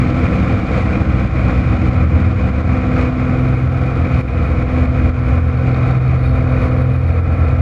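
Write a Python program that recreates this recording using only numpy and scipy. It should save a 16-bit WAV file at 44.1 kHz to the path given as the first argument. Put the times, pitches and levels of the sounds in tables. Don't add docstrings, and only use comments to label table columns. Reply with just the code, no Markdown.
import sys
import numpy as np
from scipy import signal
from scipy.fft import rfft, irfft, next_fast_len
from scipy.io import wavfile
from scipy.ndimage import map_coordinates

SR = 44100
rng = np.random.default_rng(int(sys.argv[2]) if len(sys.argv) > 2 else 0)


def wrap_up_sound(samples):
    columns = np.atleast_2d(samples).T
    tamed = np.clip(columns, -1, 1)
    steps = np.round(tamed * 32767).astype(np.int16)
    wavfile.write(sys.argv[1], SR, steps)


N = 335601

# (start_s, level_db)
STREAM_LEVEL = [(0, -26), (.24, -23), (.62, -25.5), (1.2, -25), (2.2, -25), (2.85, -24.5), (3.3, -26),
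                (4.0, -27.5), (4.8, -25), (5.6, -27), (5.69, -25), (6.3, -28.5), (6.6, -27), (7.0, -29.5),
                (7.5, -28.5), (7.61, -27.5)]
# (start_s, depth_db, recovery_time_constant_s)
DIPS = [(.11, 3, 0.077), (.268, 2.5, .1), (1.023, 3, .12), (1.25, 3.5, .08), (1.278, 5.5, 0.078),
        (1.616, 3.5, 0.074), (1.775, 5.5, 0.04), (1.896, 3.5, 0.21), (2.05, 6, 0.092), (2.225, 4, .13),
        (2.335, 4.5, .1), (2.498, 5.5, 0.11), (2.619, 6, 0.084), (2.79, 3.5, 0.19), (3.098, 3.5, 0.15),
        (3.546, 4, 0.17), (3.672, 2, .06), (4.069, 1, 0.045), (4.212, 8, .17), (4.52, 2, .06),
        (4.63, 5, 0.097), (4.858, 6, 0.11), (5.103, 9, .12), (5.387, 5.5, .12), (5.506, 3.5, 0.098),
        (5.712, 4, 0.12), (5.912, 2.5, 0.21), (5.981, 3.5, 0.11), (6.166, 2, .1), (6.41, 1.5, 0.14),
        (6.66, 1.5, 0.13), (6.82, 4.5, 0.12), (6.965, 4, .13), (7.109, 2, .1), (7.2, 3, 0.11),
        (7.532, 3, .1)]
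DROP_S = .004

# (frequency_hz, density_db)
BOOM_COLOUR = [(15, -60.5), (30, -25), (45, -19.5), (60, -2.5), (80, 3.5), (100, -6), (120, -6.5),
               (150, -29), (250, -120)]
# (start_s, level_db)
BOOM_LEVEL = [(0, 4), (1.5, 6.5), (2.1, 14.5), (3.4, 3), (4.2, 11), (4.7, 9), (5.3, 13), (5.8, 10.5),
              (7.2, 13.5), (7.6, 12.5)]

# (frequency_hz, density_db)
CANOPY_COLOUR = [(220, -44.5), (380, -9), (397, -9), (497, 1.5), (593, -7.5), (672, -5), (775, -6),
                 (894, -18.5), (1050, -9), (1320, -7.5), (1730, -17), (2380, -10), (2490, -10),
                 (2700, -38.5), (3200, -46.5), (4160, -47.5), (7040, -120)]
# (frequency_hz, density_db)
ROAR_COLOUR = [(59, -33.5), (100, -2.5), (216, -9.5), (258, -14), (324, -11), (382, -29.5), (420, -30.5),
               (550, -57), (920, -120)]
# (frequency_hz, density_db)
HISS_COLOUR = [(1700, -40.5), (2700, 3.5), (3400, -2.5), (3750, -2.5), (3980, -5), (4150, -5),
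               (5500, -11.5), (5850, -14.5), (6800, -14), (7500, -19), (9400, -28), (10500, -33),
               (11600, -31.5), (12200, -38.5), (15000, -46.5)]
# (initial_level_db, slope_db_per_s)
ROAR_LEVEL = (6.65, -0.54)
# (initial_level_db, slope_db_per_s)
HISS_LEVEL = (-18.5, -.3)
# (centre_s, gain_db)
GUSTS = [(.78, 2.5), (3.0, 3.5), (4.16, 2), (5.87, 2), (6.64, 1.5)]
GUST_S, GUST_HISS = .05, 1.3

# (frequency_hz, width_hz, pass_gain_db)
RINGS = [(3790, 230, -1), (4300, 350, -2), (10500, 1600, 3.5)]
# (start_s, high_ring_level_db, low_rings_level_db)
CHATTER = [(0, -50.5, -46), (2, -48, -37.5), (3.1, -54, -40.5), (3.5, -40.5, -36), (4.2, -41.5, -32),
           (5.1, -45.5, -37), (5.4, -39.5, -37), (5.8, -50, -28.5), (6.0, -37.5, -25), (6.5, -40.5, -29.5),
           (6.9, -35.5, -27.5), (7.6, -42, -32.5)]
# (start_s, peak_db)
KNOCKS = [(5.7453, -31), (6.2382, -38.5), (6.2941, -36)]

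# (start_s, engine_cycle_hz)
SPEED = [(0, 21.05), (.7, 20.91), (2.0, 20.87), (2.8, 21.03), (3.4, 21.07), (3.85, 21.41), (4.4, 20.99),
         (4.9, 21.03), (5.45, 20.86), (6.0, 21.11), (7.61, 21.19)]
MOVING = [3, 4, 6, 12]
# (start_s, multiple_3_level_db, multiple_4_level_db, multiple_6_level_db, multiple_12_level_db)
HUM = [(0, 2.5, -7, 6.5, 5.5), (.4, 2.5, 1, -4.5, 0), (.9, 1.5, -8, -10, -4), (1.2, 9, -8, 4, -1.5),
       (2.1, -3.5, 9.5, 6.5, 3), (2.5, 0, -4, 3.5, 0.5), (2.8, 4, -2, 3.5, 5.5), (3.3, 2, 2, 8, 7),
       (3.6, 5, 0, 13, 3), (3.9, 4, 8.5, 7.5, 0), (4.2, 2, 4, 8.5, 3), (4.5, 9.5, 5, -1, -2),
       (4.8, 7.5, 3, 7, 6), (5.4, 6, 13, 9, 3), (5.8, -7.5, 2.5, 13, 1.5), (6.08, -6, -3.5, 17, -5),
       (6.3, 10, 4, 13, 5), (6.6, 0, 5, 8, 4), (6.9, -5, 13, 17, 5), (7.2, -13, 18, 9.5, -1),
       (7.61, 5.5, 13.5, 9.5, 1)]
STEADY = [2, 5, 8, 10, 14, 15, 16, 22, 24, 31, 63]
STEADY_DB = [-8, -9, -8, -11.5, -17, -9, -14, -18.5, -24.5, -23, -17.5]
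STEADY_DB_PER_S = [0.66, 0.44, 0.22, 0.12, 0.7, -0.02, 0.2, 0.71, 2.7, 1.6, 0.5]
# (start_s, centre_level_db)
NINTH = [(0, -9), (.4, -0.5), (1.5, 2), (2.8, 1), (3.5, -10.5), (7.61, -14)]
# (initial_level_db, slope_db_per_s)
PATTERN_LEVEL = (-10, 1.1)

TOP_HZ = 14900


def amp(db):
    return 10 ** (np.asarray(db) / 20)


def unit(x):
    return x / np.sqrt(np.mean(x ** 2) + 1e-20)


def curves(rows):
    s, *columns = np.transpose(rows)
    return [np.interp(np.arange(N) / SR, s, column) for column in columns]


def drifting(level):
    return level[0] + level[1] * np.arange(N) / SR


def wobble(rate):
    grid = np.arange(0, N + 16, 16)
    knots = rng.standard_normal(int(N * rate / SR) + 4)
    return np.interp(np.arange(N), grid, map_coordinates(knots, [grid * rate / SR]))


def filtered(x, response):
    m = next_fast_len(N + 8192)
    return irfft(rfft(x, m) * response(np.fft.rfftfreq(m, 1 / SR)), m)[..., :N]


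def coloured(x, spectrum):
    f, db = np.transpose(spectrum)
    return unit(filtered(x, lambda hz: amp(np.interp(np.log(hz + 1), np.log(f + 1), db))))


def rush(spectrum, swing_db):
    return coloured(amp(swing_db) * rng.standard_normal(N), spectrum)


def ringing(x, modes):
    def response(f):
        bank = sum(amp(db) * 1j * f * width / (centre ** 2 - f ** 2 + 1j * f * width)
                   for centre, width, db in modes)
        return bank ** 2
    return filtered(x, response)


def dips():
    s, depth_db, recovery_s = np.transpose(DIPS)[..., None]
    grid = np.arange(0, N + 64, 64)
    late = np.maximum(grid / SR - s, 0)
    drop = depth_db * (1 - np.exp(-late / DROP_S)) * np.exp(-late / recovery_s)
    return np.interp(np.arange(N), grid, -np.sum(drop, axis=0))


def cabin_boom():
    return amp(curves(BOOM_LEVEL)[0]) * rush(BOOM_COLOUR, swing_db=0)


def slipstream(cycle):
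    throb = 0.53 * np.sin(cycle) + 0.64 * np.sin(2 * cycle + 0.92)
    throb += .45 * np.sin(3 * cycle) + 0.59 * np.sin(6 * cycle)
    gust = wobble(30)
    t = np.arange(N) / SR
    surge_db = sum(db * np.exp(-((t - s) / GUST_S) ** 2) for s, db in GUSTS)
    stream = amp(surge_db) * rush(CANOPY_COLOUR, swing_db=0.81 * throb + 1.2 * gust)
    roar = amp(drifting(ROAR_LEVEL)) * rush(ROAR_COLOUR, swing_db=0.6 * throb + 0.28 * gust)
    hiss_swing_db = 0.89 * throb + 0.78 * gust + 0.9 * wobble(300)
    hiss = amp(drifting(HISS_LEVEL) + GUST_HISS * surge_db) * rush(HISS_COLOUR, hiss_swing_db)
    return stream + roar + hiss


def knocks():
    blows = np.zeros(N)
    for s, peak_db in KNOCKS:
        blows[round(s * SR)] = amp(peak_db)
    peak = np.abs(ringing(signal.unit_impulse(N), RINGS[:2])).max()
    return ringing(blows, RINGS[:2]) / peak


def buzz(cycle):
    firings = np.flatnonzero(np.diff(np.floor(6 * cycle / (2 * np.pi))))
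    draw = rng.standard_normal((len(firings), 2))
    jitter = (90 * draw[:, 0]).astype(int)
    contacts = np.bincount(np.clip(firings + jitter, 0, N - 1), amp(3.5 * draw[:, 1]), N)
    envelope = signal.lfilter([1], [1, -np.exp(-1 / (.004 * SR))], contacts)
    flurries = amp(2 * wobble(12))
    scrape = envelope * flurries * rng.standard_normal(N)
    high_db, low_db = curves(CHATTER)
    high = amp(high_db) * unit(ringing(scrape, RINGS[2:]))
    low = amp(low_db) * unit(ringing(scrape, RINGS[:2]))
    return high + low


def engine_tone(cycle, multiple, drift):
    phase = rng.uniform(0, 2 * np.pi) + drift * wobble(4)
    return np.sqrt(2) * np.sin(multiple * cycle + phase)


def engine_pattern(cycle):
    per_s, points = 1.5, 192
    patterns = rng.standard_normal((int(N / SR * per_s) + 2, points))
    where = [np.arange(N) / SR * per_s, cycle / (2 * np.pi) % 1 * points]
    pressure = map_coordinates(patterns, where, mode="grid-wrap")
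    return amp(drifting(PATTERN_LEVEL)) * coloured(pressure, CANOPY_COLOUR)


def engine(cycle):
    hum = engine_pattern(cycle)
    for k, db in zip(MOVING, curves(HUM)):
        hum += amp(db) * engine_tone(cycle, k, drift=0.14)
    for k, *level in zip(STEADY, STEADY_DB, STEADY_DB_PER_S):
        hum += amp(drifting(level) + 2.0 * wobble(3)) * engine_tone(cycle, k, drift=0.39)
    ninth_db = curves(NINTH)[0] + 2 * wobble(3)
    return hum + amp(ninth_db) * engine_tone(cycle, 9, drift=0.6)


def scene():
    cycle = 2 * np.pi * np.cumsum(curves(SPEED)[0]) / SR
    drone = cabin_boom() + slipstream(cycle) + buzz(cycle) + engine(cycle)
    return amp(curves(STREAM_LEVEL)[0] + dips()) * drone + knocks()


def record(dry):
    soft = dry / (1 + np.abs(dry / .8) ** 8) ** (1 / 8)
    return filtered(soft, lambda hz: hz < TOP_HZ)


dry = scene()
out = record(dry)
wrap_up_sound(out)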